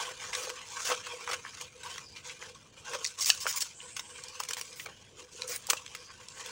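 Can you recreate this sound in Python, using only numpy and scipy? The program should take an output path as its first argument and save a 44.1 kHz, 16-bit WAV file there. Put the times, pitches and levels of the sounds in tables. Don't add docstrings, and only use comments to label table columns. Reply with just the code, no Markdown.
import sys
import numpy as np
from scipy import signal
from scipy.io import wavfile
from scipy.ndimage import map_coordinates

SR = 44100
rng = np.random.default_rng(int(sys.argv[2]) if len(sys.argv) > 2 else 0)


def output_pcm(signal):
    pcm = np.clip(np.atleast_2d(signal).T, -1, 1) * 32767
    wavfile.write(sys.argv[1], SR, np.round(pcm).astype(np.int16))


N = 287091

BINS = np.fft.rfftfreq(4096, 1 / SR) + 1
# f/Hz, level/dB
CLOSE_COLOUR = [(60, -22), (150, -19.5), (300, -8.5), (480, 4), (700, -1), (1100, 4.5), (1800, 1),
                (2600, 2.5), (4000, 0), (6200, 7.5), (9000, 3), (11500, -6.5), (13800, -13), (15300, 3.5)]
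# f/Hz, width/Hz, lift/dB
HOLLOW_MODES = [(502.8, 36, 8.5), (1090.5, 73, 7), (1566, 160, 6), (2376, 94, 5), (3080, 160, 1.5)]
# f/Hz, width/Hz, lift/dB
STRIP_MODES = [(1103, 70, 5.5), (2120, 510, 5.5), (5080, 260, 5), (6180, 200, -4.5)]


def snaps():
    # t/s, level/dB, decay/s (the crack takes 0.45 of it), centre/Hz, fall-off/(dB/octave)
    breaks = [(0.331, -31, 0.0071, 2500, 13), (0.3496, -25.5, 0.0072, 3900, 13),
              (.4935, -30.5, 0.0071, 2500, 6), (1.067, -33, 0.012, 1140, 5.5),
              (1.3125, -29, 0.017, 1610, 7), (1.332, -23.5, 0.0063, 2270, 6),
              (1.4501, -28, 0.0018, 1360, 34), (1.611, -34, 0.014, 2430, 1.5),
              (1.833, -38.5, 0.017, 2270, 6), (1.959, -36.5, 0.0026, 1770, 2),
              (1.98, -30.5, 0.0071, 1880, 9.5), (2.295, -37, 0.019, 2500, 16),
              (2.425, -38.5, 0.0084, 1400, 8.5), (3.045, -20, 0.0025, 4550, 19),
              (3.0498, -19, 0.0016, 4100, 11.5), (3.0623, -20.5, .003, 4930, 55),
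              (3.071, -27.5, 0.0049, 5800, 5), (3.188, -30, .006, 5240, 19), (3.208, -34, 0.0032, 5500, -1),
              (3.2224, -29, 0.0053, 5750, -0.5), (3.2444, -21, 0.0053, 5450, 15),
              (3.259, -18, 0.0038, 5100, 37), (3.2956, -18.5, 0.0032, 4870, 0.5),
              (3.3014, -7.5, 0.0036, 3760, 11), (3.349, -29, 0.0022, 4840, -1),
              (3.4904, -33, 0.0064, 4930, 17), (3.525, -32, 0.01, 6230, 5), (3.619, -24.5, 0.01, 3720, 6),
              (3.803, -35, 0.0034, 2620, 51), (3.9651, -30.5, 0.02, 2820, 4),
              (3.9937, -28, 0.0082, 2820, 6), (4.237, -34, 0.0053, 5200, 14),
              (4.2834, -35, 0.005, 4960, 18), (4.401, -25, 0.0073, 3200, 1.5),
              (4.435, -28.5, 0.0044, 4010, 3), (4.487, -29, 0.012, 4370, 3),
              (4.5089, -23.5, 0.0052, 2330, 3.5), (4.5335, -23.5, 0.0051, 4170, 7.5),
              (4.5684, -27.5, 0.0037, 1460, 5), (4.6121, -24.5, 0.0042, 3700, 2),
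              (4.7962, -32.5, 0.012, 2630, 23), (4.804, -33.5, 0.0023, 2750, -2),
              (4.8598, -29, .0055, 1630, 6), (5.4203, -19, 0.0006, 3570, 14), (5.478, -30, .003, 9150, 27),
              (5.5618, -20, 0.0012, 11200, 19), (5.669, -28.5, 0.0032, 9100, 2),
              (5.7003, -13, 0.0049, 4000, 5), (5.7062, -12.5, 0.0034, 2040, 1.5),
              (5.7681, -37, 0.03, 3320, 11.5), (5.863, -29.5, 0.0022, 2940, 13),
              (5.9495, -31, 0.0075, 2530, 5.5), (6.1027, -38, 0.0035, 2070, 19),
              (6.285, -32.5, 0.0033, 5360, 15), (6.461, -31.5, 0.0035, 2440, 4)]
    out = np.zeros(N)
    before = np.arange(-round(.02 * SR), 0) / SR
    for s, db, decay, hz, fall_db in breaks:
        strain = gain_of(-21.5) * fibres(len(before), 4000, 5.1) * np.exp(before / 0.0058)
        crack = blow(0.45 * decay, click=np.exp(-decay / 0.0018), per_s=12000, spread_db=-0.5)
        splinter_db = np.interp(BINS, np.linspace(0, SR / 2, 90), 4.5 * rng.standard_normal(90))
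        tone = hump(hz, fall_db) + 0.23 * peaks(STRIP_MODES) + splinter_db
        add(out, s + before[0], gain_of(db) * colour(np.concatenate([strain, crack]), tone))
        neighbour = blow(decay=0.0017, click=0.42, per_s=7700, spread_db=-3)
        delay_s = 0.018 * rng.uniform(0.33, 1)
        neighbour_db = min(db, -27) - 9
        add(out, s + delay_s, gain_of(neighbour_db) * colour(neighbour, tone))
    return out


def tears():
    # t/s, length/s, level/dB, centre/Hz, fall-off/(dB/octave)
    splits = [(3.208, 0.0295, -29.5, 5240, 17), (3.259, 0.041, -26, 5900, 7.5),
              (3.404, 0.033, -37, 5000, 11), (3.472, 0.043, -31.5, 4600, 4.5),
              (3.56, 0.025, -30, 6000, 4.5), (3.606, 0.022, -30, 5160, 9.5), (4.572, .026, -39, 2800, 5),
              (4.76, 0.089, -45.5, 5130, 2.5), (5.495, 0.073, -36.5, 2600, 2),
              (5.703, 0.0016, -19.5, 5560, 5), (5.71, 0.03, -38, 2400, -3)]
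    # f/Hz, lift/dB
    high_hiss = [(6500, 1), (10500, 4), (15300, 10.5)]
    return runs(splits, peaks(STRIP_MODES) + read(high_hiss), per_s=8000, spread_db=1.5,
                jerk_db=0.3, jerk_s=0.0025, build_s=0.0012, fade_s=0.0018)


def effort():
    # t/s, length/s, rubbing/dB, drone/dB, rustle/dB
    moves = [(-.02, 0.05, -39, -53, -40.5), (0.178, 0.11, -45.5, -58, -48.5), (0.33, .15, -48, -50, -44.5),
             (0.472, 0.026, -58, -42.5, -59), (0.546, 0.077, -50.5, -82, -77),
             (0.673, 0.21, -49.5, -72, -46.5), (0.795, 0.081, -49, -77, -41.5),
             (0.869, 0.058, -35, -45, -41.5), (1.018, 0.099, -44, -57, -50),
             (1.107, 0.021, -52, -45, -45.5), (1.169, 0.19, -48.5, -52.5, -51),
             (1.43, 0.15, -51.5, -77, -54), (1.58, 0.045, -44, -52, -44.5), (1.735, 0.026, -67, -53.5, -60),
             (1.827, 0.039, -42.5, -58, -48.5), (1.92, 0.091, -56, -63, -57),
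             (2.229, 0.094, -49, -61.5, -50), (2.38, 0.12, -51.5, -56, -56.5),
             (2.752, 0.059, -57, -60, -58), (2.83, 0.055, -46.5, -68, -50.5),
             (2.865, 0.13, -47.5, -47, -48.5), (3.014, 0.1, -68, -77, -46.5),
             (3.168, 0.21, -51, -98, -43.5), (3.415, 0.24, -52.5, -88, -44.5), (3.8, 0.083, -56, -62, -57),
             (4.065, 0.23, -57.5, -63, -56.5), (4.326, 0.1, -54, -63, -50), (4.472, 0.036, -43.5, -54, -48),
             (4.558, 0.18, -61, -64.5, -52), (4.84, 0.022, -50.5, -59.5, -67),
             (5.169, 0.032, -50, -54, -49), (5.307, 0.071, -64, -68, -50.5),
             (5.377, 0.071, -48.5, -50.5, -50), (5.466, 0.058, -61, -50, -40.5),
             (5.669, 0.044, -63, -51.5, -42.5), (5.87, .15, -54, -62, -60), (6.177, 0.052, -51, -61, -55.5),
             (6.343, 0.19, -49.5, -56.5, -51.5)]
    # t/s, level/dB
    contact = [(0, -51), (1.0, -51), (1.4, -55), (1.72, -62), (1.9, -46.5), (2.08, -58.5), (2.4, -54),
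               (2.72, -66), (3.1, -54.5), (3.75, -58), (4.7, -57.5), (5.0, -61), (5.28, -63), (5.8, -53),
               (6.1, -58), (6.5, -52)]
    share_db = np.array([-1, -16, -1])
    grip_s, release_s = 0.028, 0.031
    t = np.arange(N) / SR
    contact_db = np.interp(t, *np.transpose(contact))
    power = gain_of(contact_db + share_db[:, None]) ** 2
    for start, length, *db in moves:
        grip = np.clip((t - start) / grip_s, 0, 1)
        release = np.exp(-np.clip(t - start - length, 0, 1) / release_s)
        power += (gain_of(db)[:, None] * grip * release) ** 2
    return np.sqrt(power)


def handling(rub, drone, rustle):
    # f/Hz, level/dB
    drone_colour = [(150, -33), (300, -18), (400, -7.5), (470, 4), (515, 0.5), (570, -9), (700, -23.5),
                    (1000, -16.5), (3000, -41)]
    # f/Hz, level/dB
    rub_colour = [(200, -25), (600, -10), (780, -6.5), (950, 5.5), (1150, 1), (1900, -1.5), (2600, 3.5),
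                  (3300, 2.5), (4200, -8.5), (7000, -18), (14000, -53)]
    # f/Hz, level/dB
    rustle_colour = [(300, -49), (1000, -16), (2500, -13), (4000, -4.5), (6500, 2), (8200, -5.5),
                     (10500, -15), (12500, -31.5), (14000, -25), (15300, -19)]
    jerks = wander(N, 0.011)
    drone = drone * evened(fibres(N, 500, 1.25) * gain_of(0.87 * jerks))
    rub = rub * evened(fibres(N, 7000, 1.13) * gain_of(2.76 * jerks))
    rustle = rustle * evened(fibres(N, 9000, 3.9) * gain_of(2.0 * jerks + 1.53 * wander(N, 0.0017)))
    low = colour(drone, read(drone_colour) + peaks(HOLLOW_MODES))[:N]
    middle = colour(rub, read(rub_colour) + peaks(HOLLOW_MODES))[:N]
    middle = shifting(middle, depth_db=5, seconds=.035, width_hz=140)
    high = colour(rustle, read(rustle_colour))[:N]
    high = shifting(high, depth_db=3.4, seconds=.025, width_hz=250)
    return low + middle + high


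def ticks(rustle, count=190):
    out = np.zeros(N)
    for when, pitch, size in rng.random((count, 3)):
        at, hz = int(when * N), 1800 * 4.5 ** pitch
        flick = blow(decay=0.00095, click=0.4, per_s=4400, spread_db=3.5)
        add(out, at / SR, rustle[at] * gain_of(9.7 * size ** 2) * colour(flick, hump(hz, fall_db=22)))
    return out


def knocks():
    # t/s, level/dB, decay/s, centre/Hz, fall-off/(dB/octave)
    bumps = [(.472, -36, .009, 520, 20), (.501, -29, .0023, 1100, 5), (.917, -27, .0076, 580, 5),
             (1.135, -41, 0.0046, 510, 22), (1.2761, -27.5, 0.0056, 1390, 21),
             (1.2882, -32.5, 0.0054, 1250, 35), (2.948, -34, 0.0057, 510, 26),
             (3.456, -32, 0.0062, 637, 12), (3.4667, -22.5, 0.0051, 1240, 10),
             (4.402, -31, 0.0065, 1110, 25), (4.863, -40, .0025, 497, 18),
             (5.7329, -20.5, 0.0022, 750, 3.5)]
    out = np.zeros(N)
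    for s, db, decay, hz, fall_db in bumps:
        bump = blow(decay, click=.9, per_s=6000, spread_db=1)
        add(out, s, gain_of(db) * colour(bump, hump(hz, fall_db)))
    return out


def scuffs():
    # t/s, length/s, level/dB, centre/Hz, fall-off/(dB/octave)
    drags = [(0, 0.09, -44, 1280, 4.5), (.33, .03, -35.5, 2340, 8), (.365, 0.089, -42.5, 530, -3.5),
             (.85, .05, -34.5, 2030, 2), (.9, 0.038, -34, 670, 5), (1.29, 0.056, -35.5, 1300, 6),
             (2.162, 0.025, -45, 2820, 13.5), (2.934, 0.023, -36.5, 930, 4.5),
             (4.18, .015, -50.5, 1450, 28), (5.689, 0.0039, -40, 760, 20), (6.09, 0.019, -51.5, 1290, 17)]
    return runs(drags, peaks(HOLLOW_MODES) / 2, per_s=7900, spread_db=1.5,
                jerk_db=2.2, jerk_s=0.00534, build_s=0.0013, fade_s=0.0053)


def boots():
    # t/s, length/s, level/dB, centre/Hz, fall-off/(dB/octave)
    steps = [(4.864, 0.02, -49, 370, 12), (5.12, .12, -60.5, 356, 30), (5.32, 0.034, -61, 324, 38)]
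    return runs(steps, body_db=0, per_s=1600, spread_db=5.0,
                jerk_db=-0.5, jerk_s=0.0072, build_s=0.0082, fade_s=.008)


def thicket(x, t60=0.15, wet_db=-12):
    t = np.arange(SR // 2) / SR
    taps = fibres(len(t), 4000, 0.9) * gain_of(-60 * t / t60) * (t > .003)
    return gain_of(wet_db) * signal.fftconvolve(x, taps / np.linalg.norm(taps))[:N]


def birds():
    # start/s, end/s, level/dB, first f/Hz, middle f/Hz, last f/Hz, width/Hz
    calls = [(2.018, 2.16, -56, 4970, 4880, 4780, 480), (3.723, 3.999, -52.5, 7300, 7850, 8200, 1530),
             (3.962, 4.248, -55, 7700, 8100, 7800, 1500), (4.25, 4.376, -57, 5000, 4670, 4500, 600),
             (5.962, 6.143, -57.5, 5130, 4810, 4780, 650), (6.277, 6.474, -56.5, 7230, 7340, 7300, 1500)]
    out = np.zeros(N)
    for start, end, db, first_hz, middle_hz, last_hz, width in calls:
        progress = np.linspace(0, 1, round((end - start) * SR))
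        hz = np.interp(progress, [0, .5, 1], [first_hz, middle_hz, last_hz])
        noise = rng.standard_normal(SR) + 1j * rng.standard_normal(SR)
        blur = signal.sosfilt(signal.butter(3, width / 2, fs=SR, output="sos"), noise)[:len(hz)]
        call = (blur * np.exp(2j * np.pi * np.cumsum(hz) / SR)).real
        add(out, start, gain_of(db) * evened(call) * signal.windows.tukey(len(hz), .4))
    return out


def hush(level_db=-62.5):
    # f/Hz, relative level/dB
    air_colour = [(25, -12), (55, -1), (95, 5.5), (150, 2), (260, -5), (480, -5.5), (750, -11.5),
                  (1400, -25), (2000, -25), (3000, -11), (4500, -26), (6500, -26), (10000, -62),
                  (15000, -55)]
    tone = read(air_colour) + 0.32 * peaks(HOLLOW_MODES)
    air = colour(rng.standard_normal(N + SR), tone)[SR:SR + N]
    drift = gain_of(1.3 * wander(N, 0.12))
    return gain_of(level_db) * drift * evened(air)


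def fibres(length, per_s, spread_db):
    breaking = rng.random(length) < per_s / SR
    size = np.minimum(rng.exponential(1, length), 4)
    sign = rng.choice([-1, 1], length)
    return evened(breaking * sign * gain_of(spread_db * size))


def blow(decay, click, per_s, spread_db):
    t = np.arange(round(.04 * SR)) / SR
    fade = np.exp(-t / max(decay, 5e-4))
    flurry = fibres(len(t), per_s, spread_db) * fade * (1 - np.exp(-t / .0003))
    flurry /= np.linalg.norm(flurry) + 1e-12
    flurry[0] += click
    return flurry * np.linalg.norm(fade) / np.linalg.norm(flurry)


def runs(rows, body_db, per_s, spread_db, jerk_db, jerk_s, build_s, fade_s):
    out = np.zeros(N)
    t = np.arange(SR // 4) / SR - .03
    for start, length, db, hz, fall_db in rows:
        pull = np.exp(np.minimum(t, 0) / build_s - np.maximum(t - length, 0) / fade_s)
        grains = pull * fibres(len(t), per_s, spread_db) * gain_of(jerk_db * wander(len(t), jerk_s))
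        grains *= np.linalg.norm(pull) / np.linalg.norm(grains)
        add(out, start + t[0], gain_of(db) * colour(grains, hump(hz, fall_db) + body_db))
    return out


def shifting(x, depth_db, seconds, width_hz):
    hz, t, spectra = signal.stft(x, SR, nperseg=512)
    grid = np.meshgrid(hz / width_hz, t / seconds, indexing="ij")
    field = map_coordinates(rng.standard_normal((300, 700)), grid, order=1, mode="wrap")
    gain = evened(gain_of(depth_db * np.clip(evened(field), -2, 2)))
    return signal.istft(spectra * gain, SR, nperseg=512)[1][:len(x)]


def hump(hz, fall_db):
    octaves = np.log2(BINS / hz)
    loss_db = max(fall_db, 0) * np.hypot(octaves, .4) + 0.22 * octaves ** 2
    return read(CLOSE_COLOUR) + 0.43 * peaks(HOLLOW_MODES) - loss_db


def peaks(resonances):
    return sum(db / (1 + (2 * (BINS - hz) / width) ** 2) for hz, width, db in resonances)


def read(points):
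    hz, db = np.transpose(points)
    return np.interp(np.log(BINS), np.log(hz), db)


def colour(x, db):
    log_gain = np.log(gain_of(np.maximum(db - db.max(), -100)))
    mirrored = np.concatenate([log_gain, log_gain[-2:0:-1]])
    ring = np.fft.ifft(np.exp(np.conj(signal.hilbert(mirrored)))).real[:2048]
    return signal.fftconvolve(x, ring / np.linalg.norm(ring))


def wander(length, seconds):
    at = np.arange(length) / (SR * max(seconds, 1e-4))
    return evened(np.interp(at, np.arange(length), rng.standard_normal(length)))


def gain_of(db):
    return 10 ** (np.asarray(db) / 20)


def evened(x):
    return x / np.sqrt(np.mean(x ** 2) + 1e-20)


def add(mix, s, sound):
    part = mix[max(round(s * SR), 0):][:len(sound)]
    part += sound[:len(part)]


def scene():
    pulled = tears() + scuffs()
    feet = boots()
    dragged = shifting(pulled, depth_db=3.5, seconds=.025, width_hz=150)
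    rub, drone, rustle = effort()
    close = snaps() + ticks(rustle) + knocks() + dragged + handling(rub, drone, rustle) + feet
    return (close + thicket(close) + birds() + hush())[None]


def record(dry):
    edge_hz = 15900
    low_pass = signal.firwin(401, edge_hz, window=("kaiser", 8), fs=SR)
    return signal.oaconvolve(dry, low_pass[None], "same")


dry = scene()
out = record(dry)
output_pcm(out)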